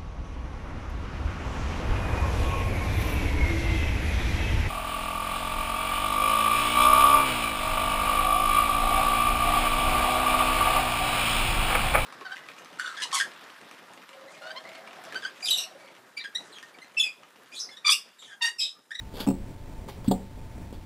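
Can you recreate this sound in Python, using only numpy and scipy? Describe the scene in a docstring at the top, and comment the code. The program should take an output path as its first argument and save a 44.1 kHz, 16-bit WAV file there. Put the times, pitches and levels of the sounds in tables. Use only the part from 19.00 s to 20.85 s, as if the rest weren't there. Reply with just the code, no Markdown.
"""A plastic sauce bottle held over a table is slapped by a palm: its body thumps, its base knocks, its wall snaps.
Air and sauce sputter in the nozzle as flickering hiss, gurgle and small bubbles; a pop opens the spurt.
Fingers bump the wall softly. A kitchen rumbles and hums underneath, as coloured noise and unsteady tones,
and a short room tail follows the bottle and nozzle.
A cheap camera samples it all at about 8 kHz in coarse steps and holds each value as a staircase."""
import sys
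import numpy as np
from scipy import signal
from scipy.fft import rfft, irfft, next_fast_len
from scipy.io import wavfile
from scipy.ndimage import map_coordinates

SR = 44100
rng = np.random.default_rng(int(sys.argv[2]) if len(sys.argv) > 2 else 0)


def natural_amplitude(level_db):
    """Convert a level in decibels to a linear amplitude factor, elementwise."""
    exponent = np.asarray(level_db, float) / 20
    return 10 ** exponent


def store_pcm(level_fs):
    """Save levels as 16-bit WAV."""
    pcm = np.round(np.clip(level_fs, -1, 1) * 32767).astype(np.int16)
    wavfile.write(sys.argv[1], SR, np.atleast_2d(pcm).T)


N = 81585  # length in samples


def unit(x):
    """Scale to rms 1."""
    return x / np.sqrt(np.mean(x ** 2) + 1e-20)


def along(points, hz):
    """Read a curve of (f/Hz, value) points on a log frequency axis."""
    f, value = np.transpose(points)
    return np.interp(np.log(hz + 1), np.log(f + 1), value)


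def wobble(rate):
    """A smooth random curve through `rate` knots a second."""
    knots = rng.standard_normal(int(N * rate / SR) + 4)
    return map_coordinates(knots, [np.arange(N) * rate / SR])


def noise(spectrum):
    """White noise shaped by a spectrum, then set to rms 1."""
    size = next_fast_len(N)
    gain = natural_amplitude(along(spectrum, np.fft.rfftfreq(size, 1 / SR)))
    return unit(irfft(rfft(rng.standard_normal(size)) * gain, size)[:N])


# colour of the kitchen rumble, relative: f/Hz, level/dB per Hz
RUMBLE_COLOUR = [(8.8, -34), (15, -1.5), (97, -12), (209, -17.5), (276, -19), (451, -27.5), (738, -28.5),
                 (804, -36.5), (914, -29.5), (1210, -40), (2500, -41.5), (3250, -65.5), (5500, -120)]
# machine tones, before a common lift of 2.5 dB: f/Hz, level/dB
HUM_TONES = [(30, -51), (60, -52), (90, -50.5), (119, -56), (888.5, -60.5)]


def kitchen():
    """Lumpy low noise, and machine tones that drift slightly in level and phase."""
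    t = np.arange(N) / SR
    rumble = natural_amplitude(-42 + 1.6 * wobble(12)) * noise(RUMBLE_COLOUR)
    hum = np.zeros(N)
    for hz, db in HUM_TONES:
        level = natural_amplitude(db + 2.5 + 1.3 * wobble(5))
        cycles = hz * t + rng.random()
        hum += level * np.sin(2 * np.pi * cycles + 0.15 * wobble(5))
    return rumble + hum


def bubbles():
    """Small wet bubbles: gliding damped sines of scattered pitch and size, at random times, rms 1."""
    per_second, grain_samples = 700, 400
    centre_hz, decay_cycles = 3600, 5.1
    count = int(per_second * N / SR)
    pitch, glide = rng.standard_normal((2, count, 1))
    cycles = np.arange(grain_samples) / SR * centre_hz * np.exp(0.25 * pitch)
    size = natural_amplitude(9.6 * np.minimum(rng.exponential(size=(count, 1)), 2.5))
    envelope = cycles * np.exp(-np.pi * cycles / decay_cycles)
    grains = size * envelope * np.sin(2 * np.pi * (cycles + 0.011 * glide * cycles ** 2))
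    at = (rng.random((count, 1)) * N).astype(int) + np.arange(grain_samples)
    return unit(np.bincount(at.ravel(), grains.ravel(), N + grain_samples)[:N])


# four bouts of nozzle flow: t/s, level/dB, gurgle level/dB re hiss
SQUELCH_FLOW = [(0.12, -69, 14), (0.13, -64, 0), (0.148, -56, 6), (0.16, -44, -3), (0.176, -46, 1.5),
                (0.194, -53, 11), (0.204, -34.5, 0), (0.264, -55, -1.5), (0.268, -50.5, 23)]
SPURT_FLOW = [(.872, -71, -9), (.8845, -57, -4), (.887, -48.5, 8.5), (.9, -48.5, -3), (.92, -55, -10),
              (.94, -57, -0.5), (.97, -62.5, -4.5)]
SUCK_FLOW = [(1.045, -57, 11), (1.06, -61, 10.5), (1.078, -45.5, -24), (1.09, -51, 1), (1.1, -73, -23),
             (1.109, -60.5, -7)]
SPIT_FLOW = [(1.722, -93.5, -19), (1.728, -57, -2.5), (1.77, -63, -5)]
# nozzle colours (two hisses and the gurgle), relative: f/Hz, level/dB per Hz
WIDE_HISS = [(880, -52), (1500, -2.5), (1740, -12.5), (2070, -14.5), (2780, -5), (3080, -2.5), (3370, 1.5),
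             (4000, -8.5), (5200, -49.5), (8800, -120)]
NARROW_HISS = [(880, -45), (1500, -24.5), (1850, -4.5), (2160, -1), (2350, -4.5), (3650, -0.5),
               (4000, -4.5), (5200, -73), (8800, -120)]
GURGLE_COLOUR = [(240, -34.5), (400, -3.5), (597, -2), (821, -5.5), (944, -7.5), (1600, -13.5), (2080, -44),
                 (3520, -120)]


def nozzle():
    """Air forced through sauce: sputtering hiss and a lower gurgle, with bubbles that share the flow's level."""
    wet_db, dry_db = -7.5, -15  # bubble level re hiss, in a saucy and in an airy flow
    sputter_db, sputter_rate = 2.5, 300  # depth, knots a second
    out, t, bubbling = np.zeros(N), np.arange(N) / SR, bubbles()
    flows = [(SQUELCH_FLOW, WIDE_HISS, wet_db), (SPURT_FLOW, NARROW_HISS, dry_db),
             (SUCK_FLOW, WIDE_HISS, dry_db), (SPIT_FLOW, WIDE_HISS, dry_db)]
    for flow, colour, bubble_db in flows:
        s, db, gurgle_db = np.transpose(flow)
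        sputter = unit(natural_amplitude(sputter_db * wobble(sputter_rate)))
        gurgle = natural_amplitude(np.interp(t, s, gurgle_db)) * noise(GURGLE_COLOUR)
        air = sputter * (noise(colour) + gurgle)
        level = natural_amplitude(np.interp(t, s, db, -120, -120))
        out += level * (air + natural_amplitude(bubble_db) * bubbling)
    return out


def ring(modes, spread_db):
    """Decaying modes set off once, neighbours in opposite sense, each level a little new."""
    t, out = np.arange(SR // 2) / SR, np.zeros(SR // 2)
    for k, (hz, db, t60) in enumerate(modes):
        decay = natural_amplitude(db + spread_db * rng.standard_normal() - 60 * t / t60)
        out += (-1) ** k * decay * np.sin(2 * np.pi * hz * t)
    return out


def struck(modes, contact):
    """Modes driven by the acceleration of a smooth dent: a longer contact (s) sounds duller."""
    dent = np.hanning(int(contact * SR) + 5) ** 2
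    push = -np.diff(dent, 2)
    return signal.fftconvolve(ring(modes, spread_db=2.5), 2 * push / np.abs(push).sum())[:SR // 2]


def snap(hz):
    """The wall's snap: a narrow band of noise round hz with a quick rise and a short decay."""
    rise_s, t60, width = 0.001, 0.036, 0.068  # width as a fraction of hz
    t = np.arange(SR // 2) / SR
    band = [(hz * (1 - 4 * width), -25), (hz, 0), (hz * (1 + 4 * width), -25), (8000, -90)]
    return noise(band)[:SR // 2] * natural_amplitude(-60 * t / t60) * (1 - np.exp(-t / rise_s))


# blows on the bottle, and the pop that opens the spurt (.8845):
# t/s, thump level/dB, contact/s, knock level/dB, snap level/dB, snap f/Hz
BLOWS_AND_POP = [(.2030, -25, 0.0031, -43, -36.5, 2630), (.2690, -9.5, 0.0058, -22, -35.5, 2710),
                 (.2835, -13, .005, -22.5, -40, 2580), (.2985, -23, 0.0058, -31, -46, 2670),
                 (.3065, -22.5, .004, -28.5, -52, 2720), (.8845, -42.5, 0.0033, -28.5, -46, 1980),
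                 (1.0780, -10.5, 0.0071, -37, -40, 3520), (1.1095, -16.5, .004, -13, -28.5, 3570),
                 (1.1160, -20, 0.0042, -21, -36, 3600)]
# soft finger bumps, thump and knock set below these levels: t/s, level/dB
FINGER_BUMPS = [(0.14, -24.5), (0.479, -37), (0.548, -36), (0.71, -36.5), (0.84, -28.5), (0.877, -27),
                (0.977, -27.5), (1.311, -34.5), (1.375, -30), (1.58, -33.5), (1.644, -32.5), (1.726, -25.5)]
# hollow body and table modes: f/Hz, level/dB, T60/s
BODY_MODES = [(134.1, -22, 0.23), (187.4, -12, 0.25), (232.6, 1, .024), (224.6, -22.5, 0.24),
              (270.4, -24, 0.13), (350.2, -22, 0.16), (385.6, -10, .02)]
# stiff base and cap modes: f/Hz, level/dB, T60/s
BASE_MODES = [(408.8, -4.5, .1), (464.5, -7, 0.13), (546.9, -5, .16), (728.3, -9.5, 0.067),
              (817.4, -8, .07), (879, -1, 0.016), (1003, -12.5, 0.023), (1165, -18, 0.026)]


def bottle():
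    """Each blow, bump or pop thumps the hollow body; mid-push the stiff base knocks and the wall snaps."""
    out = np.zeros(N + SR)
    # a finger bump has a short contact, a faint knock and a snap too low to hear
    bumps = [(s, db - 2.5, 0.0025, db - 16.5, -120, 3000) for s, db in FINGER_BUMPS]
    for s, thump_db, contact, knock_db, snap_db, snap_hz in BLOWS_AND_POP + bumps:
        start, middle = round(s * SR), round((s + contact / 2) * SR)
        knock = natural_amplitude(knock_db) * struck(BASE_MODES, contact=0.0009)
        out[start:][:SR // 2] += natural_amplitude(thump_db) * struck(BODY_MODES, contact)
        out[middle:][:SR // 2] += knock + natural_amplitude(snap_db) * snap(snap_hz)
    return out[:N]


# decay of the room: f/Hz, T60/s
ROOM_DECAY = [(150, 0.38), (600, .28), (1500, 0.15), (4000, .12)]


def room(x):
    """The room's answer: a noise tail, 300 samples late, whose frequencies each die at their own speed."""
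    hz, t, z = signal.stft(rng.standard_normal(SR // 2), SR, nperseg=512)
    decay = natural_amplitude(-60 * t / along(ROOM_DECAY, hz)[:, None])
    tail = signal.istft(z * decay, SR, nperseg=512)[1]
    return signal.fftconvolve(np.pad(x, (300, 0)), tail / np.linalg.norm(tail))[:N]


def scene():
    """Bottle and nozzle with their room tail, over the kitchen."""
    near = nozzle() + bottle()
    return (near + natural_amplitude(-12.5) * room(near) + kitchen())[None]


def top_cut(x):
    """Nothing passes above the cut-off."""
    return signal.sosfilt(signal.butter(12, 16950, fs=SR, output="sos"), x)


def record(dry):
    """The camera samples slowly, rounds down to coarse steps, holds each value and trims the top."""
    camera_hz, step, clock_lag = 8006.8, 0.003864, 0.337  # lag in camera samples
    top_hz, top_db = 15750, -40
    ticks = np.arange(-1, N / SR * camera_hz + 1) + clock_lag
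    sampled = map_coordinates(dry[0], [ticks / camera_hz * SR], mode="nearest")
    stepped = step * np.floor(sampled / step)
    held = np.floor(np.arange(N) / SR * camera_hz - clock_lag + 1).astype(int)
    stairs = stepped[held]  # the staircase leaves mirror images above half the camera rate
    above_top = np.fft.rfftfreq(N, 1 / SR) > top_hz
    trimmed = irfft(rfft(stairs) * natural_amplitude(top_db * above_top), N)
    return top_cut(trimmed[None])


dry = scene()
out = record(dry)
store_pcm(out)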